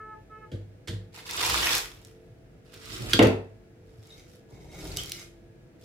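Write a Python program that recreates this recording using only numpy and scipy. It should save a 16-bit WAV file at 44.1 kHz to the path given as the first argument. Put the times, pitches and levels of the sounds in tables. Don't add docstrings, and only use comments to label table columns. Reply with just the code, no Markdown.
import sys
import numpy as np
from scipy import signal
from scipy.fft import rfft, irfft
from scipy.io import wavfile
from scipy.ndimage import uniform_filter1d, map_coordinates

SR = 44100
rng = np.random.default_rng(int(sys.argv[2]) if len(sys.argv) > 2 else 0)


def materialize(psi):
    bounded = np.clip(np.atleast_2d(psi).T, -1, 1)
    quanta = np.round(bounded * 32767).astype(np.int16)
    wavfile.write(sys.argv[1], SR, quanta)


N = 257676
TIME = np.arange(N) / SR
RELEASE_DB_PER_S = 329.5

# start_s, relative bump_db, highest pitch excited top_hz, relative boom_db
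COUNTER_BUMPS = [(0.519, -17.5, 348, -23.5), (0.535, -36, 119.4, -10), (0.876, -22.5, 450, -28),
                 (0.887, -19.5, 170, -12), (0.92, -34, 111, -11), (3.136, -12, 392, -11.5),
                 (3.191, 3.5, 690, 0), (3.219, 4, 500, 0), (3.258, -2.5, 455, -3), (3.979, -32, 121, -25.5),
                 (4.525, -23, 149, -28)]


def amp(db):
    return 10 ** (np.asarray(db) / 20)


def unit(x):
    return x / np.sqrt(np.mean(x ** 2) + 1e-20)


def at_hz(points, hz):
    f, value = np.transpose(points)
    return np.interp(np.log(hz + 1e-3), np.log(f), value)


def cut(x, hz, kind, order=2):
    sections = signal.butter(order, np.clip(hz, 10, .45 * SR), kind, fs=SR, output="sos")
    return signal.sosfilt(sections, x + 1e-18)


def drift(rate, size=N):
    knots = rng.standard_normal(4096)
    coarse = map_coordinates(knots, [TIME[:size:16] * rate], order=3, mode="wrap")
    return unit(coarse).repeat(16)[:size]


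def coloured(x, spectrum, size=4096):
    cepstrum = irfft(np.log(amp(at_hz(spectrum, np.fft.rfftfreq(size, 1 / SR)))))
    cepstrum[1:size // 2] *= 2
    cepstrum[size // 2 + 1:] = 0
    response = irfft(np.exp(rfft(cepstrum)))
    return signal.fftconvolve(x, response / np.linalg.norm(response))[:len(x)]


def diffuse(size):
    # pitch_hz, correlation (-1 to 1)
    likeness = [(60, 0.93), (130, 1), (260, 0.59), (500, 0.37), (900, 0.1), (2000, -0.068), (16000, -0.41)]
    alike = np.clip(at_hz(likeness, np.fft.rfftfreq(size, 1 / SR)), -1, 1)
    mid, side = rfft(rng.standard_normal((2, size)))
    return irfft(np.sqrt(1 + alike) * mid + np.sqrt(1 - alike) * side * [[1], [-1]], size)


def burst(t60, size=8192):
    slips = rng.choice([-1, 1], size) * rng.uniform(.5, 1, size)
    slips = slips * amp(-60 * TIME[:size] / max(t60, 1e-3))
    return slips / np.linalg.norm(slips)


def envelope(s, length_s, swell_s, release_db_per_s):
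    swell = np.clip((TIME - s) / max(swell_s, 1e-3), 0, 1)
    return swell * amp(-release_db_per_s * np.maximum(TIME - s - length_s, 0))


def add(track, s, sound):
    start = max(round(s * SR), 0)
    track[..., start:start + sound.shape[-1]] += sound[..., :N - start]


def kitchen(x, wet_db, smear_s, pan_db, lag_s, gap_s=0.00069, swell_s=0.0047, size=32768):
    # pitch_hz, t60_s
    room_decay = [(60, 0.56), (250, 0.37), (1000, 0.4), (4000, 0.31), (8000, 0.3), (16000, 0.3)]
    t, hz = TIME[:size], np.fft.rfftfreq(size, 1 / SR)
    noise, tail = rfft(diffuse(size)), 0
    edges = np.geomspace(20, SR / 2, 11)
    for low, high in zip(edges, edges[1:]):
        band = irfft(noise * ((hz >= low) & (hz < high)))
        tail = tail + band * amp(-60 * t / at_hz(room_decay, np.sqrt(low * high)))
    build_up = 1 - np.exp(-np.maximum(t - gap_s, 0) / swell_s)
    tail = unit(tail * build_up) / np.sqrt(size)
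    knots = np.linspace(0, SR / 2, num=40)
    detour = np.array([np.interp(hz, knots, rng.exponential(smear_s, len(knots)) * (knots > 0))
                       for _ in "LR"])
    late = detour + [[abs(lag_s)], [0]]
    direct = irfft(np.exp(-2j * np.pi * np.cumsum(late, axis=1) * SR / size))
    direct[:, size // 2:] = 0
    panned = direct * amp([[pan_db / 2], [-pan_db / 2]])
    heard = signal.fftconvolve(np.atleast_2d(x), panned + amp(wet_db) * tail, axes=1)[:, :N]
    return heard / np.hypot(1, amp(wet_db))


def background(noise_db=-53.5, hum_db=6.0, waver=0.63):
    # pitch_hz, density_db per Hz
    noise_colour = [(12, -43), (20, -8), (48, 0.5), (70, -7), (107, 2.5), (170, -4.5), (225, -8.5),
                    (320, -6.5), (400, -11.5), (470, -16.5), (560, -14), (660, -15), (873, -24),
                    (1100, -29), (1400, -25), (2400, -28), (3200, -33), (16000, -45.5)]
    # pitch_hz, relative level_db
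    hum_lines = [(102.3, -73), (355.3, -72.5), (446.8, -69), (495.3, -73), (656.8, -78.5), (1680, -87.5)]
    noise = unit(np.array([coloured(side, noise_colour) for side in diffuse(N)]))
    hum = 0
    for hz, db in hum_lines:
        wavering = 1 + waver * (drift(8.7) + 1j * drift(6.6))
        hum = hum + amp(db) * np.real(wavering * np.exp(2j * np.pi * hz * TIME))
    return amp(noise_db) * noise + amp(hum_db) * hum


def drone(level_db=-49.5, waver_db=2.0):
    start_s, swell_s, fade_db_per_s = 5.03, 0.14, 29
    start_hz, sink_hz_per_s = 343, 13
    hz = start_hz - sink_hz_per_s * (TIME - start_s)
    shape = envelope(start_s, swell_s, swell_s, fade_db_per_s)
    return shape * amp(level_db + waver_db * drift(5.6)) * np.sin(2 * np.pi * np.cumsum(hz) / SR)


def horn(flutter_per_s=16, size=40000):
    # start_s, length_s, swell_s, relative level_db, brightening_db per partial above the third,
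    # flutter share of the direct sound
    toots = [(0, .142, .003, -44, 0, .15), (.292, .158, .035, -48, 1.4, .35)]
    # multiple of the pitch, relative direct_db, relative street echo_db
    partials = [(1, -12, -12), (2, -19, -11), (3, -1, -17), (4, -9, -17), (5, -22, -25), (6, -30, -32),
                (7, -37, -37)]
    pitch_hz, release_db_per_s = 432.5, 600
    sag_hz_per_s, sag_s = 450, .025
    echo_release_db_per_s, echo_flutter = 170, .6
    dip_s, dip_width_s, dipping = .402, .022, (3, 4)
    out, t = np.zeros((2, N)), TIME[:size]
    for s, length_s, swell_s, db, bright_db, flutter_share in toots:
        loud = envelope(s, length_s, swell_s, release_db_per_s)[:size]
        echo = envelope(s, length_s + sag_s, length_s, echo_release_db_per_s)[:size]
        sag = np.cumsum(sag_hz_per_s * np.clip(t - s - length_s + sag_s / 2, 0, sag_s)) / SR
        for k, direct_db, echo_db in partials:
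            flutter = np.array([drift(flutter_per_s, size) + 1j * drift(flutter_per_s, size) for _ in "LR"])
            dip = 1 - (k in dipping) * np.exp(-((t - dip_s) / dip_width_s) ** 2)
            direct = amp(direct_db) * dip * loud * (1 + flutter_share * flutter)
            direct = direct * np.exp(-2j * np.pi * k * sag)
            reflected = amp(echo_db) * echo * (1 - echo_flutter + echo_flutter * flutter[::-1])
            arriving = direct + 1j * reflected
            partial = arriving * np.exp(2j * np.pi * (k * pitch_hz * t + rng.random()))
            add(out, 0, np.sqrt(2) * amp(db + bright_db * max(k - 3, 0)) * np.real(partial))
    return out


def boom(level_db=-14.0, swell_s=0.0043, port_lag_s=0.00023, size=40000):
    # pitch_hz, relative level_db, t60_s
    room_modes = [(51.7, -19.5, 0.55), (101.1, -5, 0.51), (111.8, 0, 0.14), (177.6, -13, 0.48),
                  (211, -6.5, 0.26), (259.2, -5, 0.33), (329.2, -1.5, 0.27), (364, -8.5, 0.4),
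                  (444.8, -2.5, 0.36), (500.4, -4, 0.35), (566, -16, .42), (738, -17, 0.43),
                  (916, -22, 0.27)]
    out, t = np.zeros((2, N)), TIME[:size]
    at_ports = t - np.array([[port_lag_s], [0]])
    for s, _, top_hz, boom_db in COUNTER_BUMPS:
        for hz, mode_db, t60 in room_modes:
            strength = amp(boom_db + mode_db + level_db) / np.hypot(1, (hz / top_hz) ** 3)
            shape = (1 - np.exp(-t / swell_s)) * amp(-60 * t / t60)
            add(out, s, strength * shape * np.sin(2 * np.pi * (hz * at_ports + rng.random())))
    return out


def knocks(swell_s=0.0032, size=16384):
    # start_s, relative level_db, highest pitch excited top_hz
    light_knocks = [(0.519, -39, 600), (0.556, -44, 450), (0.891, -34.5, 560), (0.928, -38.5, 480)]
    # pitch_hz, relative level_db, t60_s
    worktop_modes = [(172.4, 2, .13), (349, -1.5, 0.155), (461, -4, 0.2), (627, -8.5, .1), (870, -15, .15)]
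    out, t = np.zeros(N), TIME[:size]
    for s, db, top_hz in light_knocks:
        for hz, mode_db, t60 in worktop_modes:
            strength = amp(db + mode_db) / np.hypot(1, (hz / top_hz) ** 3)
            shape = (1 - np.exp(-t / swell_s)) * amp(-60 * t / t60)
            add(out, s, strength * shape * np.sin(2 * np.pi * (hz * t + rng.random())))
    return out


def thuds(level_db=28.0, contact_s=0.022):
    # pitch_hz, density_db per Hz
    bump_colour = [(45, -23), (90, -2.5), (160, -5), (250, -2), (520, 0.5), (800, -4.5), (1400, -1.5),
                   (2600, 9.5), (4000, 5.5), (7000, -5)]
    out = np.zeros(N)
    for s, bump_db, top_hz, _ in COUNTER_BUMPS:
        push = unit(coloured(burst(contact_s), bump_colour))
        push = push / np.sqrt(len(push))
        add(out, s, amp(bump_db + level_db) * cut(push, top_hz, "low"))
    return out


def hollow(level_db=-6.0, size=16384):
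    # start pitch_hz, relative level_db, swell_s, t60_s, fall in octaves per s
    hollow_modes = [(276, 1, 0.0007, 0.062, 0.505), (440, -3.5, 0.00083, 0.073, 1.6),
                    (774.5, -5.5, 0.027, 0.3, 13), (1074, -12.5, 0.00084, .05, 1.5),
                    (1150, -18.5, .03, 0.25, 5.7), (1424, -17.5, 0.013, 0.15, 2.7),
                    (2210, -9.5, 0.001, 0.03, 1.5), (2910, -8, .001, 0.038, 1.5),
                    (3680, -10, .001, 0.042, 1)]
    landing_s = 3.1917
    out, t = np.zeros(N), TIME[:size]
    for hz, db, swell_s, t60, fall in hollow_modes:
        turns = np.cumsum(hz * 2 ** (-fall * t)) / SR
        shape = (1 - np.exp(-t / swell_s)) * amp(level_db + db - 60 * t / t60)
        add(out, landing_s, shape * np.sin(2 * np.pi * turns))
    return out


def jar_clacks(level_db=13.0, ring_db=-15.0, size=16384):
    # start_s, relative chatter_db, chatter t60_s, relative wall ring_db
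    contacts = [(0.517, -37, 0.3, -33.5), (0.874, -22.5, 0.28, -38), (0.882, -24.5, 0.041, -34),
                (3.1331, -4, 0.036, -1), (3.1912, -13, 0.026, -17), (3.224, -15, 0.23, -20)]
    # pitch_hz, relative level_db, t60_s
    wall_modes = [(1407, -11.5, 0.067), (1797, -11.5, 0.046), (3290, 2, 0.055), (3670, -11.5, 0.047),
                  (4020, -4, 0.035), (4550, -3.5, .04), (4850, -8.5, 0.036)]
    # pitch_hz, density_db per Hz
    chatter_colour = [(500, -36), (1000, -11), (1400, -2.5), (1800, 4), (2500, -6), (3200, 5.5),
                      (3800, 3.5), (4600, 0), (5600, -6), (8300, -9.5), (12000, -16), (16000, -25.5)]
    out, t = np.zeros(N), TIME[:size]
    for s, db, chatter_s, wall_db in contacts:
        add(out, s, amp(db + level_db) * coloured(burst(chatter_s), chatter_colour))
        wall = 0
        for hz, mode_db, t60 in wall_modes:
            wall = wall + amp(mode_db - 60 * t / t60) * np.sin(2 * np.pi * hz * t) * rng.choice([-1, 1])
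        add(out, s, amp(wall_db + ring_db) * wall)
    return out


def plate_rub(level_db=1.0, judder_db=4.0):
    # start_s, length_s, swell_s, relative level_db
    slides = [(4.065, 0.17, .04, -63.5), (4.50, 0.24, 0.025, -65), (4.70, 0.093, .05, -54.5),
              (4.814, .40, 0.072, -52.5)]
    # pitch_hz, width_hz, relative level_db
    plate_modes = [(2165, 110, 7.5), (3780, 170, 2), (5100, 200, -15.5), (6230, 450, 4), (7520, 210, -8)]
    sliding = sum(amp(db) * envelope(s, length_s, swell_s, RELEASE_DB_PER_S)
                  for s, length_s, swell_s, db in slides)
    friction = rng.standard_normal(N) * amp(judder_db * drift(50))
    song = 0
    for hz, width, mode_db in plate_modes:
        ringing = signal.lfilter(*signal.iirpeak(hz, hz / width, fs=SR), friction)
        song = song + amp(mode_db) * unit(ringing)
    return unit(song) * amp(level_db) * sliding


def squeaks(level_db=1.5, jitter=0.029):
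    # start_s, length_s, centre pitch_hz, relative level_db
    chirps = [(4.099, 0.017, 3790, -45.5), (4.12, 0.016, 3710, -48), (4.138, 0.022, 3780, -60),
              (4.196, 0.022, 3780, -62), (4.913, 0.011, 4360, -39), (4.978, 0.022, 3105, -28.5),
              (4.995, 0.014, 3340, -34), (5.152, 0.015, 2950, -43)]
    out = np.zeros(N)
    for s, length_s, hz, db in chirps:
        swell = signal.windows.hann(round(length_s * SR))
        pitch = hz * (1 + jitter * drift(546)[:len(swell)])
        add(out, s, amp(db + level_db) * swell * np.sin(2 * np.pi * np.cumsum(pitch) / SR))
    return out


def snaps(level_db=-7.0, splinter_db=-27):
    # start_s (the crack follows 1 ms later), relative peak_db, pitch_hz
    stem_breaks = [(1.264, -24, 2354), (1.3087, -15, 5000), (1.3317, -23, 5000), (1.3661, -16, 8000),
                   (1.4095, -14.5, 3800), (1.4635, -8, 5000), (1.4965, -8.5, 1091), (1.4975, -7, 4380),
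                   (1.583, -13, 4800), (1.6293, -9, 2310), (1.669, -9, 2890), (1.709, -12, 2580),
                   (1.7313, -9, 4000), (1.7507, -5.5, 5410), (1.7722, -15, 6000), (1.78, -9, 6200),
                   (1.8555, -19.5, 1980), (1.9151, -27, 2970), (2.0477, -28, 5500), (2.74, -26.5, 4540),
                   (2.856, -25, 5076), (3.0201, -24, 3305), (3.0605, -24, 3250), (3.0954, -22, 1830),
                   (3.2258, -15, 5000), (3.232, -13, 5000), (3.2702, -16, 3200), (4.0696, -37, 7000),
                   (4.8429, -32, 7000), (4.8698, -26, 6000), (4.9696, -7.5, 4200), (5.034, -19, 4600),
                   (5.058, -23, 4900), (5.0947, -20, 4600), (5.1183, -6.5, 3700), (5.1946, -25, 4200)]
    out = np.zeros(N)
    for s, peak_db, hz in stem_breaks:
        tear = burst(.012)
        body = cut(tear, [hz / np.sqrt(2), hz * np.sqrt(2)], "band", order=1)
        crack = cut(body + amp(splinter_db) * tear, .62 * hz, "high", order=3)
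        add(out, s + .001, crack / np.abs(crack).max() * amp(peak_db + level_db))
    return out


def crunches(per_s=1100, size_db=2.5, cycles=7.0, size=512):
    # start_s, length_s, swell_s, start pitch_hz, end pitch_hz, relative level_db
    grinds = [(1.383, 0.14, .02, 1080, 950, -39.5), (1.613, .068, .008, 2850, 2450, -29.5),
              (1.699, 0.083, .02, 3400, 6500, -33)]
    release_db_per_s = 700.5
    out, t = np.zeros(N), TIME[:size]
    for s, length_s, swell_s, start_hz, end_hz, db in grinds:
        run = np.zeros(N)
        for when, strength, detune in rng.random((round(2 * per_s * length_s), 3)) * 2:
            hz = start_hz * (end_hz / start_hz) ** min(when, 1)
            hz = hz * 2 ** ((detune - 1) / 5)
            slip = amp(size_db * strength ** 2 - 60 * t * hz / cycles) * np.sin(2 * np.pi * hz * t)
            add(run, s + when * length_s, slip)
        run = unit(run) * np.sqrt(2 * length_s * SR / N)
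        out += amp(db) * run * envelope(s, length_s, swell_s, release_db_per_s)
    return cut(out, 700, "high")


def wander(x, wander_s=.00013, wander_per_s=45):
    lead = wander_s * SR * uniform_filter1d(drift(wander_per_s), size=32)
    return np.array([map_coordinates(x, [np.arange(N) + side * lead], order=3, mode="nearest")
                     for side in (1, -1)])


def effort(which):
    # start_s, length_s, swell_s, relative crackle_db, relative dull rubbing_db, which leaves
    strokes = [(1.119, 0.066, 0.055, -44, -61, "pile"), (1.231, 0.1, 0.092, -35.5, -50, "pile"),
               (1.306, 0.16, 0.13, -26, -39.5, "pile"), (1.482, 0.11, 0.0095, -27.5, -36, "pile"),
               (1.569, 0.18, .06, -24.5, -45.5, "fist"), (1.749, 0.019, 0.018, -33, -44.5, "fist"),
               (1.812, 0.24, 0.025, -59.5, -58, "fist"), (2.643, 0.1, 0.014, -64, -77, "jar"),
               (2.716, 0.031, 0.022, -49.5, -53, "jar"), (2.757, 0.21, 0.19, -42, -45.5, "jar"),
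               (2.988, 0.084, 0.019, -44, -35.5, "jar"), (3.079, 0.075, 0.0095, -38, -45.5, "jar"),
               (3.788, 0.27, 0.19, -65, -70, "last"), (4.021, .18, 0.035, -55, -56.5, "last"),
               (4.253, 0.11, 0.031, -59.5, -73, "last"), (4.483, 0.56, 0.022, -62, -47, "last"),
               (4.675, 0.26, 0.16, -44, -39, "last"), (4.961, 0.052, 0.0037, -38, -46.5, "last"),
               (5.035, 0.19, 0.026, -47.5, -51.5, "last"), (5.786, 0.054, 0.042, -58, -56.5, "last")]
    settle_db, settle_db_per_s = -26.5, 49
    power = np.zeros((2, N))
    for s, length_s, swell_s, crackle_db, dull_db, name in strokes:
        if name == which:
            moving = envelope(s, length_s, swell_s, RELEASE_DB_PER_S)
            unfolding = amp(settle_db) * envelope(s, length_s, swell_s, settle_db_per_s)
            power += (amp([[crackle_db], [dull_db]]) * (moving + unfolding)) ** 2
    return np.sqrt(power)


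def leaves(which, colour, rub_colour, level_db, crisp_db, rub_db, per_s, clump_db, size_db, tick_db):
    grip, rubbing = effort(which)
    rate = per_s * np.sqrt(np.maximum(grip / grip.max(), .003))
    sizes = amp(size_db * np.minimum(rng.exponential(1, N), 4)) * rng.choice([-1, 1], N)
    clicks = unit(sizes * (rng.random(N) < rate / SR) / np.sqrt(rate)) * amp(clump_db * drift(160))
    ticks_per_s, tick_spread_db = 280, 3.0
    ticks = (rng.random(N) < ticks_per_s / SR) * amp(tick_spread_db * rng.uniform(-0.91, 1, N))
    clicks = clicks + amp(tick_db) * unit(signal.fftconvolve(ticks, burst(0.0033))[:N])
    edges, folds = np.geomspace(300, 17000, 13), 0
    for low, high in zip(edges, edges[1:]):
        folds = folds + cut(clicks, [low, high], "band", order=1) * amp(3 * drift(140))
    crackle = unit(coloured(folds, colour))
    crisp = unit(cut(crackle, 7000, "high", order=3)) * amp(crisp_db)
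    crackle = cut(crackle, 7000, "low", order=3) + crisp
    rub = unit(coloured(rng.standard_normal(N), rub_colour))
    return crackle * grip * amp(level_db) + rub * rubbing * amp(rub_db)


def scene():
    # pitch_hz, density_db per Hz
    grab_colour = [(250, -11), (360, -4), (480, -6.5), (720, -8.5), (950, 1.5), (1200, -1.5), (1500, -3),
                   (2300, 0), (4400, -2), (7500, -10.5), (14500, -15), (16000, -25.5)]
    # pitch_hz, density_db per Hz
    squeeze_colour = [(250, -10), (350, -4), (620, -7.5), (920, -2), (1200, -3), (1700, -1.5), (2250, 0),
                      (3300, -1.5), (4500, -4), (5700, -2.5), (7500, -8.5), (14500, -11), (16000, -26.5)]
    # pitch_hz, density_db per Hz
    jar_colour = [(290, -2.5), (500, -14), (750, -17), (1000, -9.5), (1250, -5), (1800, -7), (3290, -4),
                  (5000, -8), (14700, -13), (16000, -26.5)]
    # pitch_hz, density_db per Hz
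    last_colour = [(500, -2.5), (680, -4.5), (900, -29.5), (1200, -1.5), (1600, -3), (2200, -3.5),
                   (3100, 2), (4200, -1.5), (6500, -2), (9000, -4), (12000, -5), (14500, -6), (16000, -28)]
    # pitch_hz, density_db per Hz
    pile_rub_colour = [(15, -49.5), (25, 3), (49, 6.5), (160, 0.5), (190, -5), (262, -9.5), (360, 1),
                       (393, -8), (435, -1.5), (533, -15), (800, -16), (1040, -21.5), (1760, -120)]
    # pitch_hz, density_db per Hz
    plate_rub_colour = [(15, -51.5), (28, 4), (48, 4), (75, 3), (165, 0), (260, -9), (360, -1.5), (450, -7),
                        (560, -11), (800, -13.5), (1040, -21.5), (1760, -120)]

    grab = leaves("pile", grab_colour, pile_rub_colour, level_db=0.0, crisp_db=-8.0, rub_db=-3.5,
                  per_s=4500, clump_db=1.0, size_db=3.5, tick_db=-8.5)
    squeeze = leaves("fist", squeeze_colour, pile_rub_colour, level_db=-1.5, crisp_db=-7.0, rub_db=-2.5,
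                     per_s=4500, clump_db=1.5, size_db=4.0, tick_db=-8)
    stuffing = leaves("jar", jar_colour, pile_rub_colour, level_db=2.5, crisp_db=-11.5, rub_db=-0.5,
                      per_s=3500, clump_db=1.0, size_db=0.0, tick_db=-10.0)
    last = leaves("last", last_colour, plate_rub_colour, level_db=-1.0, crisp_db=-8.5, rub_db=-0.5,
                  per_s=5000, clump_db=1.5, size_db=4.0, tick_db=-9.5)

    worktop = kitchen(knocks(), wet_db=-10.0, smear_s=.0001, pan_db=1.0, lag_s=.0002)
    counter = kitchen(thuds(), wet_db=4.5, smear_s=0.00017, pan_db=-0.5, lag_s=0.00028) + boom()
    jar = kitchen(jar_clacks() + hollow(), wet_db=-4.5, smear_s=0.0001, pan_db=-6.0, lag_s=.00003)
    in_jar = kitchen(wander(stuffing), wet_db=-2.0, smear_s=0.00025, pan_db=-4.0, lag_s=.0002)
    stems = kitchen(snaps(), wet_db=-5.5, smear_s=.00008, pan_db=-3.0, lag_s=0)
    bare_plate = kitchen(wander(last) + plate_rub() + squeaks(),
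                         wet_db=-4.0, smear_s=0.00028, pan_db=-1.0, lag_s=0)
    full_plate = kitchen(wander(grab + squeeze + crunches()),
                         wet_db=-2.5, smear_s=.0002, pan_db=-2.5, lag_s=.00006)
    surroundings = background() + drone() + horn()
    return surroundings + worktop + counter + jar + in_jar + stems + bare_plate + full_plate


def record(dry):
    rounded = np.tanh(cut(dry, 37, "high", order=6) / 1.05) * 1.05
    top_cut = signal.ellip(10, .1, 80, 15900, fs=SR, output="sos")
    return signal.sosfilt(top_cut, rounded)


dry = scene()
out = record(dry)
materialize(out)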